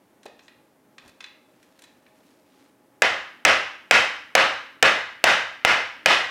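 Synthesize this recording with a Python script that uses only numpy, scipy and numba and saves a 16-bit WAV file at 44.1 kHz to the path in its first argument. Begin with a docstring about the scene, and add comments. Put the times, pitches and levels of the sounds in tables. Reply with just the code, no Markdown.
"""In a bare, live room, a rubber mallet drives home the dowelled post of a wooden furniture frame.
Over faint air noise, hands first rub and shift the panels, and the slipping joints knock and tick.
Eight evenly paced blows follow. Each is a thud of the frame's damped modes, a clack as the dowel
slips and a wash of reverberation; a limiter ducks the attack, so the room swells up after it."""
import sys
import numpy as np
from scipy import signal
from scipy.fft import rfft, irfft
from scipy.io import wavfile
from scipy.ndimage import map_coordinates
from numba import njit

SR = 44100
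rng = np.random.default_rng(int(sys.argv[2]) if len(sys.argv) > 2 else 0)


def master_out(mix):
    """Clip the mix to full scale and print it as 16-bit PCM to the path in sys.argv[1]."""
    frames = np.transpose(np.atleast_2d(mix))
    ceiling = np.clip(frames, -1, 1)
    pcm = np.round(ceiling * 32767).astype(np.int16)
    wavfile.write(sys.argv[1], SR, pcm)


N = 277830
T = np.arange(int(.9 * SR)) / SR  # time axis of one impact, s
HZ = np.maximum(np.fft.rfftfreq(len(T), 1 / SR), 1)  # its frequency axis


def undb(db):
    """Amplitude ratio of a level in decibels."""
    return 10 ** (np.asarray(db) / 20)


def unit_energy(x):
    """Normalisation to the energy of 5 ms at full level."""
    return x * np.sqrt(.005 * SR / np.sum(x ** 2))


def lookup(points, hz):
    """Interpolation of (frequency, value) points on a logarithmic frequency axis."""
    points_hz, values = np.transpose(points)
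    return np.interp(np.log(np.maximum(hz, 1)), np.log(points_hz), values)


def decay(t60_s):
    """Exponential damping: the level falls 60 dB in t60_s."""
    return np.exp(-np.log(1000) * T / t60_s)


def resonance(hz, width_hz):
    """Lorentzian power response of one damped resonator."""
    return 1 / (1 + (2 * (HZ - hz) / width_hz) ** 2)


def colour(x, gain_db):
    """Minimum-phase filtering: folding the cepstrum makes the response causal."""
    cepstrum = irfft(np.log(undb(gain_db)), len(T))
    cepstrum[1:len(T) // 2] *= 2
    cepstrum[len(T) // 2:] = 0
    response = irfft(np.exp(rfft(cepstrum)), len(T))
    return signal.fftconvolve(x, response)[:len(T)]


def add(track, start_s, x):
    """Superposition of a sound on the track from start_s."""
    start = int(start_s * SR)
    track[start:start + len(x)] += x[:N - start]


# spectrum of the air noise: frequency_hz, relative_db
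AIR_SPECTRUM = [(25, -28), (50, -24), (85, -15.5), (125, -13), (200, -6.5), (280, -1), (450, -8.5),
                (750, -13), (1100, -15), (2100, -21), (4000, -29), (7500, -30.5), (15500, -27.5)]
# narrow peaks added to it: pitch_hz, width_hz, relative_db
AIR_DRONE = [(120, 10, 4), (280, 17, -1.5), (533, 15, 6.5), (628, 13, 9.5), (840, 8.9, 13.5)]

def room_tone(level_db=-59.5, waver_db=0.52):
    """Spectrally shaped noise: the low, steady air of the house, with a faint drone and hiss."""
    drone = sum(undb(db) ** 2 * resonance(hz, width_hz) for hz, width_hz, db in AIR_DRONE)
    gain = undb(lookup(AIR_SPECTRUM, HZ)) * np.sqrt(1 + drone)
    noise = rfft(rng.standard_normal(N))
    air = irfft(noise * np.interp(np.fft.rfftfreq(N, 1 / SR), HZ, gain), N)
    drift = signal.resample(rng.standard_normal(40), N)
    return air / np.std(air) * undb(level_db + waver_db * drift)


# rubs of hands on paint and, lowest, of a panel on the floor:
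# middle_s, length_s, level_db, centre_hz, width_octaves
RUBS = [(.455, 0.075, -66, 6370, .3), (1.064, 0.081, -53, 130, 2.5), (1.76, 0.65, -67.5, 1300, 1.6),
        (2.28, 0.31, -68, 2400, 1.4), (2.597, 0.23, -63.5, 2000, 1.27)]

def rubbing(grip_db=3, edge_drop_db=10):
    """Stick-slip friction: skin or floor catches on painted wood, in rubs that swell and fade."""
    out, t = np.zeros(N), np.arange(N) / SR
    hz = np.maximum(np.fft.rfftfreq(N, 1 / SR), 1)
    noise = rng.standard_normal(N)
    grip = undb(grip_db * signal.resample(rng.standard_normal(2500), N))
    grains = rfft(noise * grip)
    for middle_s, length_s, level_db, centre_hz, width_octaves in RUBS:
        band = np.exp(-.5 * (np.log2(hz / centre_hz) / width_octaves) ** 2)
        hiss = irfft(grains * band, N)
        swell_db = -edge_drop_db * (2 * (t - middle_s) / length_s) ** 2
        out += hiss / np.std(hiss) * undb(level_db + swell_db)
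    return out


# reverberation time of the room: frequency_hz, t60_s
ROOM_DECAY = [(80, 0.61), (210, 0.32), (560, 0.47), (1500, 0.6), (3900, 0.55), (10000, 0.43), (15000, 0.41)]

def reverberation(early_db=-2.0, walls_s=0.023, build_s=0.0032):
    """Diffuse reflection: weak floor echoes, then wall echoes, each band dying at its own rate."""
    noise, echoes = rfft(rng.standard_normal(len(T))), 0
    centres_hz = np.geomspace(60, 16000, 12)
    for hz, weights in zip(centres_hz, np.eye(len(centres_hz))):
        band = np.interp(np.log(HZ), np.log(centres_hz), weights)
        echoes += irfft(noise * band, len(T)) * decay(lookup(ROOM_DECAY, hz))
    walls = np.clip((T - walls_s) / build_s, 0, 1)
    return echoes * undb(early_db * (1 - walls)) * np.minimum(T / build_s, 1)


def crack(decay_s):
    """Broadband excitation: a burst of dying noise, whitened and then tapered."""
    spectrum = rfft(rng.standard_normal(len(T)) * decay(decay_s))
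    return irfft(spectrum / np.abs(spectrum), len(T)) * decay(4 * decay_s)


def modal_ripple(spacing_hz=130):
    """Modal overlap: the frame's many upper modes give random peaks and dips at each contact point."""
    heights = rng.standard_normal(600)
    return map_coordinates(heights, [HZ / spacing_hz], mode="mirror")


# modes of the slats, which answer light knocks: pitch_hz, width_hz, relative_db
SLAT_MODES = [(1077, 42, -4), (1640, 130, -3.5), (1894, 130, -1.5), (2546, 190, -2.5), (3514, 54, -3),
              (3940, 45, 0.5), (4130, 77, -5), (5300, 40, -34), (5830, 60, -12), (7200, 63, -9),
              (9200, 200, -15)]
# joints knocking under the hands: start_s, level_db, centre_hz
JOINT_KNOCKS = [(0.2317, -50, 3180), (0.2557, -34, 560), (0.2617, -41, 2730), (0.3926, -47, 2470),
                (0.481, -44, 2460), (.9818, -39.5, 2460), (1.0784, -49, 8000), (1.0943, -52, 4000),
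                (1.2054, -35.5, 2600), (1.241, -34, 2540), (1.6283, -53, 3600), (1.791, -50, 6000),
                (1.8205, -47, 5000), (1.839, -44.5, 3400), (2.064, -52, 1900)]

def joint_knocks(tick_s=0.038, slats_db=11.0, ripple_db=3.5, wood_top_hz=11000, skirt_db=-31,
                 room_db=-8.5, room_top_hz=5500, settle_s=(.012, .022), settle_db=-12):
    """Impulse response: a slipping joint rings slats and room, then settles with a weaker slip."""
    out = np.zeros(N)
    room = unit_energy(colour(reverberation(), -10 * np.log10(1 + (HZ / room_top_hz) ** 4)))
    slats = sum(undb(db + slats_db) ** 2 * resonance(hz, width_hz) for hz, width_hz, db in SLAT_MODES)
    wood_db = 10 * np.log10((1 + slats) / (1 + (HZ / wood_top_hz) ** 6))
    for start_s, level_db, centre_hz in JOINT_KNOCKS:
        # bandwidth grows with the centre: slowly for dull knocks, fast for sharp ticks
        sharpness = np.log2(centre_hz / 2530)
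        upper_octaves = 0.78 + max(0.17 * sharpness, 1.2 * sharpness)
        octaves = upper_octaves * np.where(HZ < centre_hz, 1.54, 1)  # wider below the centre
        contact_db = np.maximum(-3 * (np.log2(HZ / centre_hz) / octaves) ** 2, skirt_db)
        for delay_s, slip_db in [(0, 0), (rng.uniform(*settle_s), settle_db)]:
            slip = unit_energy(crack(tick_s)) + undb(room_db) * room
            knock = colour(slip, contact_db + wood_db + ripple_db * modal_ripple())
            add(out, start_s + delay_s, undb(level_db + slip_db) * unit_energy(knock))
    return out


# narrow resonances of wood and room: pitch_hz, relative_db
RINGING_MODES = [(69, -22), (107, -21), (174, -21), (266, -17), (322, -12), (541, -1), (584, -7), (637, -6),
                 (753, -7), (842, -7), (1275, -5), (1418, -2), (1876, -1), (2024, 0), (2069, -3),
                 (2112, -3), (2524, -2), (2600, -2), (3030, -4), (3071, -6), (3413, -9), (3461, -10),
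                 (3504, -10), (4468, -16), (4834, -20), (5569, -18)]

def ringing(scatter_db=3.0, detune=0.00163, build_s=0.0031, t60_s=0.44):
    """Free vibration: lightly damped resonances outlast a blow and die about as slowly as the room."""
    tones = 0
    for hz, db in RINGING_MODES:
        gain = undb(db + scatter_db * rng.standard_normal())
        pitch_hz = hz * (1 + detune * rng.standard_normal())
        tones += gain * np.sin(2 * np.pi * (pitch_hz * T + rng.random()))
    return unit_energy(tones * decay(t60_s) * (1 - np.exp(-T / build_s)))


# damped modes of the frame: pitch_hz, width_hz, relative_db
FRAME_MODES = [(250, 130, -32), (464, 66, -7.5), (650, 140, 1), (740, 87, -11.5), (960, 31, -23.5),
               (1282, 59, -5), (1731, 79, -0.5), (1818, 77, -4.5), (2165, 83, -3), (2450, 84, 0.5),
               (2580, 176, 1.5), (3047, 70, -7), (3450, 100, -12.5), (4900, 150, -17)]

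def frame_thud(scatter_db=2.0, detune=0.024, radiate_hz=380):
    """Modal superposition, varying with the spot struck; narrow slats radiate little bass."""
    modes = 0
    for k, (hz, width_hz, db) in enumerate(FRAME_MODES):
        gain = (-1) ** k * undb(db + scatter_db * rng.standard_normal())
        pitch_hz = hz * (1 + detune * rng.standard_normal())
        modes += gain * np.exp(-np.pi * width_hz * T) * np.sin(2 * np.pi * pitch_hz * T)
    radiation = signal.butter(2, radiate_hz, "high", fs=SR, output="sos")
    return unit_energy(signal.sosfilt(radiation, modes))


# spectrum of the reverberant wash: frequency_hz, relative_db
WASH_SPECTRUM = [(24, -69), (40, -27.5), (69, -22.5), (199, -13), (320, -9.5), (392, -8.5), (529, -2.5),
                 (942, -4), (2050, -0.5), (2320, -4.5), (2570, -3), (3220, -9), (5580, -18), (12800, -41),
                 (16000, -41)]
# spectrum of the joint's clack: frequency_hz, relative_db
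CLACK_SPECTRUM = [(120, -63), (200, -12), (548, -0.5), (749, 11.5), (1080, -16.5), (2330, -4.5),
                  (3900, -4.5), (7540, -6.5), (9750, -17.5), (13100, -30), (16000, -11.5)]
# blows, brighter when square, each landing spot favouring one resonance:
# start_s, force_db, treble_db, favoured_hz
MALLET_BLOWS = [(3.0203, -6.5, -2, 1860), (3.4503, -2, -0.5, 2560), (3.9103, -2, 3.5, 2560),
                (4.352, -1.4, -0.9, 1300), (4.8263, -1.84, -1.5, 1790), (5.2402, -1.1, 1.2, 1550),
                (5.649, -2, -0.4, 2240), (6.0594, -1.74, 2.5, 3010)]

def mallet_blows(wash_db=1.0, ring_db=-6.0, ripple_db=2.23, repeat_share=0.55,
                 clack_db=-1.16, clack_growth=1.86, clack_lag_s=.0007, clack_s=0.0081,
                 bass_db=-0.84, bass_hz=550, treble_hz=3000, favoured_db=2.0):
    """Impact excitation: the frame thuds, the joint clacks as the dowel slips, and the room answers."""
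    out, room, ripple = np.zeros(N), reverberation(), modal_ripple()
    # the frame shifts between blows, so its modes and echo pattern only partly repeat
    same, fresh = np.sqrt([repeat_share, 1 - repeat_share])
    for start_s, force_db, treble_db, favoured_hz in MALLET_BLOWS:
        tone_db = bass_db / (1 + (HZ / bass_hz) ** 2) + treble_db / (1 + (treble_hz / HZ) ** 2)
        tone_db += favoured_db * resonance(favoured_hz, width_hz=220)
        echoes = same * room + fresh * reverberation()
        modes_db = ripple_db * (same * ripple + fresh * modal_ripple()) * np.minimum(HZ / treble_hz, 1)
        wash = unit_energy(colour(echoes, lookup(WASH_SPECTRUM, HZ) + modes_db))
        tail = undb(wash_db) * wash + undb(ring_db) * ringing()
        clack = unit_energy(colour(crack(clack_s), lookup(CLACK_SPECTRUM, HZ) + modes_db))
        add(out, start_s, undb(force_db) * colour(frame_thud() + tail, tone_db))
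        # a harder blow slips the dowel further, so the clack grows faster than the thud
        add(out, start_s + clack_lag_s, undb(clack_growth * force_db + clack_db) * clack)
    return out


def scene():
    """Superposition of blows, knocks, rubs and room tone in one channel."""
    return (mallet_blows() + joint_knocks() + rubbing() + room_tone())[None]


@njit
def peak_envelope(x, attack, release):
    """Peak detection: the envelope rises quickly and falls slowly."""
    out, level = np.empty(len(x)), 0.
    for i in range(len(x)):
        level += max(abs(x[i]) - level, 0.) * attack - level * release
        out[i] = level
    return out


def record(dry, threshold_db=-1.5, attack_s=0.00013, release_s=0.053, ceiling=0.77,
           band_hz=(36, 13500), cutoff_hz=15800):
    """Limiting ducks each blow, saturation rounds the peaks that slip past, and filters trim the band."""
    envelope = peak_envelope(dry[0], 1 - np.exp(-1 / (attack_s * SR)), 1 / (release_s * SR))
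    limited = dry / np.maximum(envelope / undb(threshold_db), 1)
    rounded = limited / (1 + (limited / ceiling) ** 6) ** (1 / 6)
    gentle_band = signal.butter(2, band_hz, "band", fs=SR, output="sos")
    steep_lowpass = signal.ellip(8, .2, 80, cutoff_hz, fs=SR, output="sos")
    return signal.sosfilt(steep_lowpass, signal.sosfilt(gentle_band, rounded))


dry = scene()
out = record(dry)
master_out(out)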